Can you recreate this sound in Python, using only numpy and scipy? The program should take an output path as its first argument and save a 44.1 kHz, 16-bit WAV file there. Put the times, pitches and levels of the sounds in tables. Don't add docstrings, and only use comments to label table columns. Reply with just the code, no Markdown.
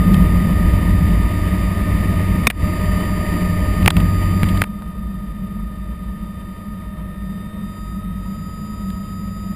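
import sys
import numpy as np
from scipy import signal
from scipy.fft import rfft, irfft, next_fast_len
from scipy.io import wavfile
from scipy.ndimage import uniform_filter1d, map_coordinates

SR = 44100
rng = np.random.default_rng(int(sys.argv[2]) if len(sys.argv) > 2 else 0)


def voltage_ratio(decibels):
    exponent = np.asarray(decibels, float) / 20
    return 10 ** exponent


def dump_mix(stems):
    frames = np.atleast_2d(stems).T
    limited = np.clip(frames, -1, 1)
    pcm = np.round(limited * 32767).astype(np.int16)
    wavfile.write(sys.argv[1], SR, pcm)


N = 421155


def unit(x):
    return x / np.sqrt(np.mean(x ** 2) + 1e-20)


def curves(rows):
    s, *columns = np.transpose(rows)
    return [np.interp(np.arange(N) / SR, s, column) for column in columns]


def wobble(rate):
    knots = rng.standard_normal(int(N * rate / SR) + 4)
    at = np.arange(0, N + 64, 64)
    return np.interp(np.arange(N), at, map_coordinates(knots, [at * rate / SR]))


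def filtered(x, response):
    size = next_fast_len(len(x) + 8192)
    return irfft(rfft(x, size) * response(np.fft.rfftfreq(size, 1 / SR)), size)[:len(x)]


def noise(response):
    return unit(filtered(rng.standard_normal(N), response))


def tone(phase, db, blur, waver_db):
    drift = wobble(10)
    angle = phase + blur * drift[::-1] + rng.uniform(0, 2 * np.pi)
    return np.sqrt(2) * voltage_ratio(db + waver_db * drift) * np.sin(angle)


def resonances(modes):
    return lambda f: sum((-1) ** k * voltage_ratio(db) * 1j * f * w / (c * c - f * f + 1j * f * w)
                         for k, (c, w, db) in enumerate(modes))


def cabin(modes):
    return lambda f: np.sqrt(sum(np.abs(resonances([mode])(f)) ** 3 for mode in modes))


def points(spectrum):
    f, db = np.transpose(spectrum)
    return lambda hz: voltage_ratio(np.interp(np.log(hz + 1), np.log(f + 1), db, -120, -120))


def blend(contact, shape, pair):
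    on_frame = np.sqrt(contact) * noise(shape(pair[0]))
    return on_frame + np.sqrt(1 - contact) * noise(shape(pair[1]))


# t/s, contact (0-1)
LIFT_OFF = [
    (4.628, 0.98),
    (4.636, 0),
]


def frame_contact():
    return np.clip(curves(LIFT_OFF)[0], 0, 1)


# t/s, gear mesh f/Hz
MESH_SPEED = [(0, 1234.2), (6.2, 1234.1), (6.5, 1235.3), (6.8, 1238), (7.1, 1242.6), (7.7, 1254),
              (8, 1259.4), (8.3, 1263.4), (8.6, 1265.5), (9, 1265.8), (9.55, 1265.2)]


def mesh_hz():
    return curves(MESH_SPEED)[0]


def mesh_phase():
    return 2 * np.pi * np.cumsum(mesh_hz()) / SR


# t/s, level/dB
BUFFETING = [(0, 6.5), (.5, 4.5), (1.12, 5), (1.3, 0.5), (2.4, 2), (3.3, -1), (3.75, 1), (3.83, 7),
             (3.98, 7), (4.06, 3.5), (4.3, 0), (4.44, 1.5), (4.7, 2), (5.5, 3), (6.4, -0.5), (6.8, 0),
             (9.3, 1), (9.55, 2.5)]


def buffeting_db():
    return curves(BUFFETING)[0]


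RESEATED = (2.61, 3.9)


def placed(contact, first_db, second_db, third_db, idle_db, full_db):
    speed = mesh_hz()
    throttle = (speed - speed.min()) / np.ptp(speed)
    a, b = RESEATED
    seat_db, = curves([(a, first_db), (a + .05, second_db), (b, second_db), (b + 0.14, third_db)])
    return contact * seat_db + (1 - contact) * (idle_db + throttle * (full_db - idle_db))


def settling():
    return np.exp(-(np.arange(N) / SR / 0.42) ** 2)


# f/Hz, width/Hz
PANEL_MODES = [(613.5, 2.5), (618, 4), (1246, 7), (1823, 16), (3662, 26), (4777, 19)]
PANEL_LIFT = [6, 5, -4, 8, 6.5, -8]


def panel_db(line_hz):
    return sum(db * np.exp(-((line_hz - hz) / width) ** 2)
               for (hz, width), db in zip(PANEL_MODES, PANEL_LIFT) if hz / 2 < line_hz[0] < hz)


def wall_echo_db(contact, whine_hz):
    speed = mesh_hz()
    share = np.clip(1.35 - .87 * (speed.max() - speed) / np.ptp(speed), 0, .99)
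    echo = (1 - contact) * share * np.exp(2j * np.pi * (whine_hz - 4774) / 36.9)
    return 20 * np.log10(np.abs(1 - echo) / (1 + np.abs(echo)))


MAIN_RATIO = [
    1,
    .07693,
    .4951,
    1.4613,
    2.9226,
    3.8456,
]
# first, second, third seat, free at idle, free at full speed level/dB
MAIN_LEVEL = [
    (-35.5, -34, -33, -44, -41),
    (-23, -24.5, -18.5, -43, -36),
    (-43, -36.5, -43.5, -58.5, -61),
    (-44, -41.5, -71, -58.5, -58.5),
    (-55.5, -65, -56, -62.5, -61.5),
    (-50.5, -46, -45.5, -61.5, -52),
]
MAIN_SETTLE = [5, -1, -5, 0, 4, 0]


def main_lines(contact):
    speed, turn = mesh_hz(), mesh_phase()
    levels = []
    for ratio, row, settle_db in zip(MAIN_RATIO, MAIN_LEVEL, MAIN_SETTLE):
        db = placed(contact, *row) + (1 - contact) * panel_db(ratio * speed)
        levels.append(db + settle_db * settling())
    levels[1] += 0.23 * buffeting_db()
    levels[-1] += wall_echo_db(contact, MAIN_RATIO[-1] * speed)
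    return sum(tone(ratio * turn, db, blur=.15, waver_db=.6) for ratio, db in zip(MAIN_RATIO, levels))


# ratio to the mesh, level/dB on the frame, level/dB free
WEAK_GEARS = [(.0101, -33, -48), (.1961, -39, -52), (.2358, -36, -54), (.2613, -43, -57), (.539, -51, -66),
              (.7576, -51, -62), (.9799, -47, -57), (.9899, -58, -60), (1.0102, -53, -64),
              (1.0204, -52, -58), (1.3848, -54, -80), (1.4413, -53, -63), (1.4513, -60, -66),
              (1.5153, -62, -63), (1.9229, -60, -71), (1.9565, -57, -80), (2.0104, -59, -74),
              (2.051, -63, -76), (2.4714, -66, -73), (2.846, -62, -82), (3.42, -66, -81),
              (4.2719, -71, -90)]


def weak_lines(contact):
    turn = mesh_phase()
    return sum(tone(ratio * turn, free_db + contact * (frame_db - free_db), blur=0.28, waver_db=2.0)
               for ratio, frame_db, free_db in WEAK_GEARS)


# first, second, third seat, free at idle, free at full speed level/dB
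ROAR_LEVEL = [
    (-22.5, -23, -24.5, -34, -34),
    (-25, -24, -23.5, -33.5, -30.5),
    (-38.5, -38.5, -40.5, -53, -53),
    (-40.5, -40.5, -42, -57, -56.5),
]


def roar_levels(contact):
    shake_db = buffeting_db()
    shares = (1.21, 1, 0.067, 0)
    return [placed(contact, *row) + share * shake_db for row, share in zip(ROAR_LEVEL, shares)]


# f/Hz, width/Hz, level/dB
BOOM_MODES = [
    [(28, 8.5, -13.5), (52.3, 14.4, -1.5), (59.4, 6.3, -3.5), (82.5, 11, -4), (121, 32, -12.5)],
    [(53.5, 15, -7), (64, 8, -21), (80, 8.7, -24), (110, 30, -19)],
]
# f/Hz, width/Hz, level/dB
DRONE_MODES = [
    [(158.4, 30, -7), (179.5, 28, 1), (207.5, 38, -10)],
    [(160.6, 25, -12), (191.2, 14, -6), (210.7, 4.6, -6.5)],
]


def cabin_booms(contact, boom_db, drone_db):
    boom = voltage_ratio(boom_db + 2.0 - 2 * settling()) * blend(contact, cabin, BOOM_MODES)
    drone = voltage_ratio(drone_db + 2.0 + 4 * settling()) * blend(contact, cabin, DRONE_MODES)
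    return boom + drone


# f/Hz, width/Hz, level/dB
DUCT_MODES = [
    [(950, 73, 0.5), (1875, 120, 0), (3030, 76, -2.5)],
    [(959, 40, 3), (1830, 45, -12), (3090, 61, -3.5)],
]
# f/Hz, level/dB per Hz
BODY_COLOUR = [
    [(150, -39), (250, -4), (299, -1.5), (350, -3.5), (491, -11), (615, -6.5), (823, -18.5), (949, -14), (1110, -14), (1200, -7.5), (1240, -16.5), (1300, -13), (1500, -44.5), (1950, -59), (3300, -120)],
    [(150, -48), (250, -32), (286, -8.5), (469, -15), (619, -11), (775, -24.5), (949, -20.5), (1050, -23), (1150, -16), (1250, -12), (1310, -15), (1350, -18.5), (1500, -46), (1950, -62), (3300, -120)],
]
# f/Hz, level/dB per Hz
HISS_COLOUR = [
    [(850, -51), (1450, -12.5), (1620, -13.5), (1750, -5.5), (1850, 0.5), (2600, -9), (3050, -13), (3350, -18), (3640, -12.5), (4030, -22), (4510, -21), (4590, -14.5), (4930, -24.5), (5010, -19), (5950, -28), (7740, -78), (13100, -120)],
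    [(850, -49), (1450, -16.5), (1700, -11), (1840, -3.5), (2150, -10), (3140, -16), (3350, -23), (3580, -12), (3800, -16), (3960, -22), (4510, -24.5), (4700, -20.5), (4930, -23), (5100, -23.5), (5950, -28), (7740, -79), (13100, -120)],
]


def airflow(contact, body_db, hiss_db):
    blades = mesh_phase() / 100
    flutter = wobble(18) + 0.79 * np.sin(blades) + .7 * np.sin(2 * blades)
    whistle = voltage_ratio(hiss_db - 2.5 + 2.2 * flutter) * blend(contact, cabin, DUCT_MODES)
    body = voltage_ratio(body_db + 6.0 + 1.0 * flutter) * blend(contact, points, BODY_COLOUR)
    hiss = voltage_ratio(hiss_db + 4.0 + 0.5 * flutter) * blend(contact, points, HISS_COLOUR)
    return whistle + body + hiss


# multiple of the rotor speed, level/dB on the frame
PUMP_SIDE_LINES = [(2, -49.5), (4, -52), (5, -56), (7, -53)]


def pump_flutter(contact):
    turn, rotor = mesh_phase(), .005
    out = 0
    for order, db in PUMP_SIDE_LINES:
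        free_db = -18 * np.sqrt(order / 2)
        phase = (MAIN_RATIO[3] + rotor * round(order)) * turn
        out = out + tone(phase, db + (1 - contact) * free_db, blur=0.36, waver_db=-2.0)
    return out


# f/Hz, width/Hz, level/dB
CASE_RINGS = [
    (380, 880, -9),
    (4940, 230, -38),
]
# t/s, peak level/dB, rattle/ms, low ring f/Hz, high ring f/Hz
CASE_CLICKS = [(0.136, -23, 6.1, 1100, 4750), (.143, -17, 3.5, 1000, 3000), (2.4697, -3, 4.2, 2000, 5600),
               (2.501, -9, 4.1, 1720, 2420), (2.507, -17, 3.5, 1500, 2500), (3.827, -21.5, 5, 2000, 2500),
               (3.860, -3.5, 2.2, 1330, 2520), (3.8774, 5, 3.4, 950, 2410), (3.904, -8.5, 3.6, 1330, 3540),
               (3.967, -10.5, 4.1, 1070, 2660), (4.001, -20, 7.7, 1200, 2580),
               (4.432, -6.5, 1.8, 430, 2200), (4.440, -20, 4.1, 1200, 2300), (4.487, -22, 9.6, 2300, 3200),
               (4.573, -23, 3.9, 1800, 3800), (4.618, -1.5, 1.9, 1230, 1870), (4.638, -16, 4.9, 1060, 2300),
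               (4.822, -26, .9, 500, 1100), (8.903, -30.5, 2.2, 1600, 3600)]


def case_click(t, ms, low_hz, high_hz):
    length = max(ms, .3)
    rattle = rng.standard_normal(len(t)) * (1 - np.exp(-t / 0.000063))
    rattle *= np.exp(-(t / (length / 1000)) ** 2)
    spectrum = rfft(rattle)
    rattle = irfft(spectrum / uniform_filter1d(np.abs(spectrum), size=40), len(t))
    rattle *= np.exp(-(t / (length / 500)) ** 4)
    rings = resonances([CASE_RINGS[0], (low_hz, 450, -1.5), (high_hz, 800, 0.1), CASE_RINGS[1]])
    ring = filtered(rattle, lambda f: rings(f) * (1 / (1 + 1j * f / 4200) ** 2))
    thump_db = -10 * np.log2(low_hz / 600)
    thump = 1.36 * np.sin(2 * np.pi * 140 * t) * voltage_ratio(-60 * t / 0.02)
    return ring / np.abs(ring).max() + voltage_ratio(thump_db) * thump


def clicks():
    out, t = np.zeros(N + SR), np.arange(SR // 10) / SR
    for s, db, ms, low_hz, high_hz in CASE_CLICKS:
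        out[round(s * SR):][:len(t)] += voltage_ratio(db) * case_click(t, ms, low_hz, high_hz)
    return out[:N]


# t/s, f/Hz, level/dB, t60/s
SNAP_RINGS = [(2.4702, 1110, -4, .028), (2.4698, 2470, -3, .045), (2.4702, 2250, -4, .045),
              (2.4705, 3620, -8, .025), (2.4705, 560, -12, .03), (2.4778, 210, -7, .038)]


def hard_snap():
    out, t = np.zeros(N + SR), np.arange(SR // 10) / SR
    for s, hz, db, t60 in SNAP_RINGS:
        plate = 300 <= hz <= 3000
        damped = np.exp(-(s + t - SNAP_RINGS[0][0]) ** 4 / .0065 ** 4) if plate else 1
        out[round(s * SR):][:len(t)] += damped * voltage_ratio(db - 60 * t / t60) * np.sin(2 * np.pi * hz * t)
    return out[:N]


# t/s, level/dB, hold/s, recovery/s
GAIN_DUCKS = [
    (2.476, -19, 0.02, 0.13),
    (3.878, -9.5, 0.0078, 0.093),
]


def gain_control_db():
    return sum(curves([(s - .002, 0), (s + 0.014, db), (s + 0.0022 + hold, db),
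                       (s + 0.0034 + hold + back, 0)])[0] for s, db, hold, back in GAIN_DUCKS)


def scene():
    contact = frame_contact()
    boom_db, drone_db, body_db, hiss_db = roar_levels(contact)
    machine = main_lines(contact) + weak_lines(contact)
    machine += cabin_booms(contact, boom_db, drone_db) + airflow(contact, body_db, hiss_db)
    machine += pump_flutter(contact)
    return (voltage_ratio(gain_control_db()) * machine + clicks() + hard_snap())[None]


def band_limit(x):
    return signal.sosfilt(signal.butter(12, 16440, fs=SR, output="sos"), x)


def record(dry):
    coarse_hz, held, top_hz = 12000, 4, 15280
    clipped = dry[0] / (1 + np.abs(dry[0] / .97) ** 8) ** (1 / 8)
    guard = filtered(clipped, lambda hz: np.cos(np.pi / 2 * np.clip((hz - 5000) / 1500, 0, 1)) ** 1.5)
    margin = SR // 10
    wide = np.pad(guard, margin, "reflect")
    fine = signal.resample(wide, held * round(len(wide) * coarse_hz / SR))
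    steps = signal.resample(np.repeat(fine[::held], held), len(wide))
    limited = filtered(steps[margin:][:N], lambda hz: np.clip((top_hz + 120 - hz) / 200, voltage_ratio(-52), 1))
    return band_limit(limited[None])


dry = scene()
out = record(dry)
dump_mix(out)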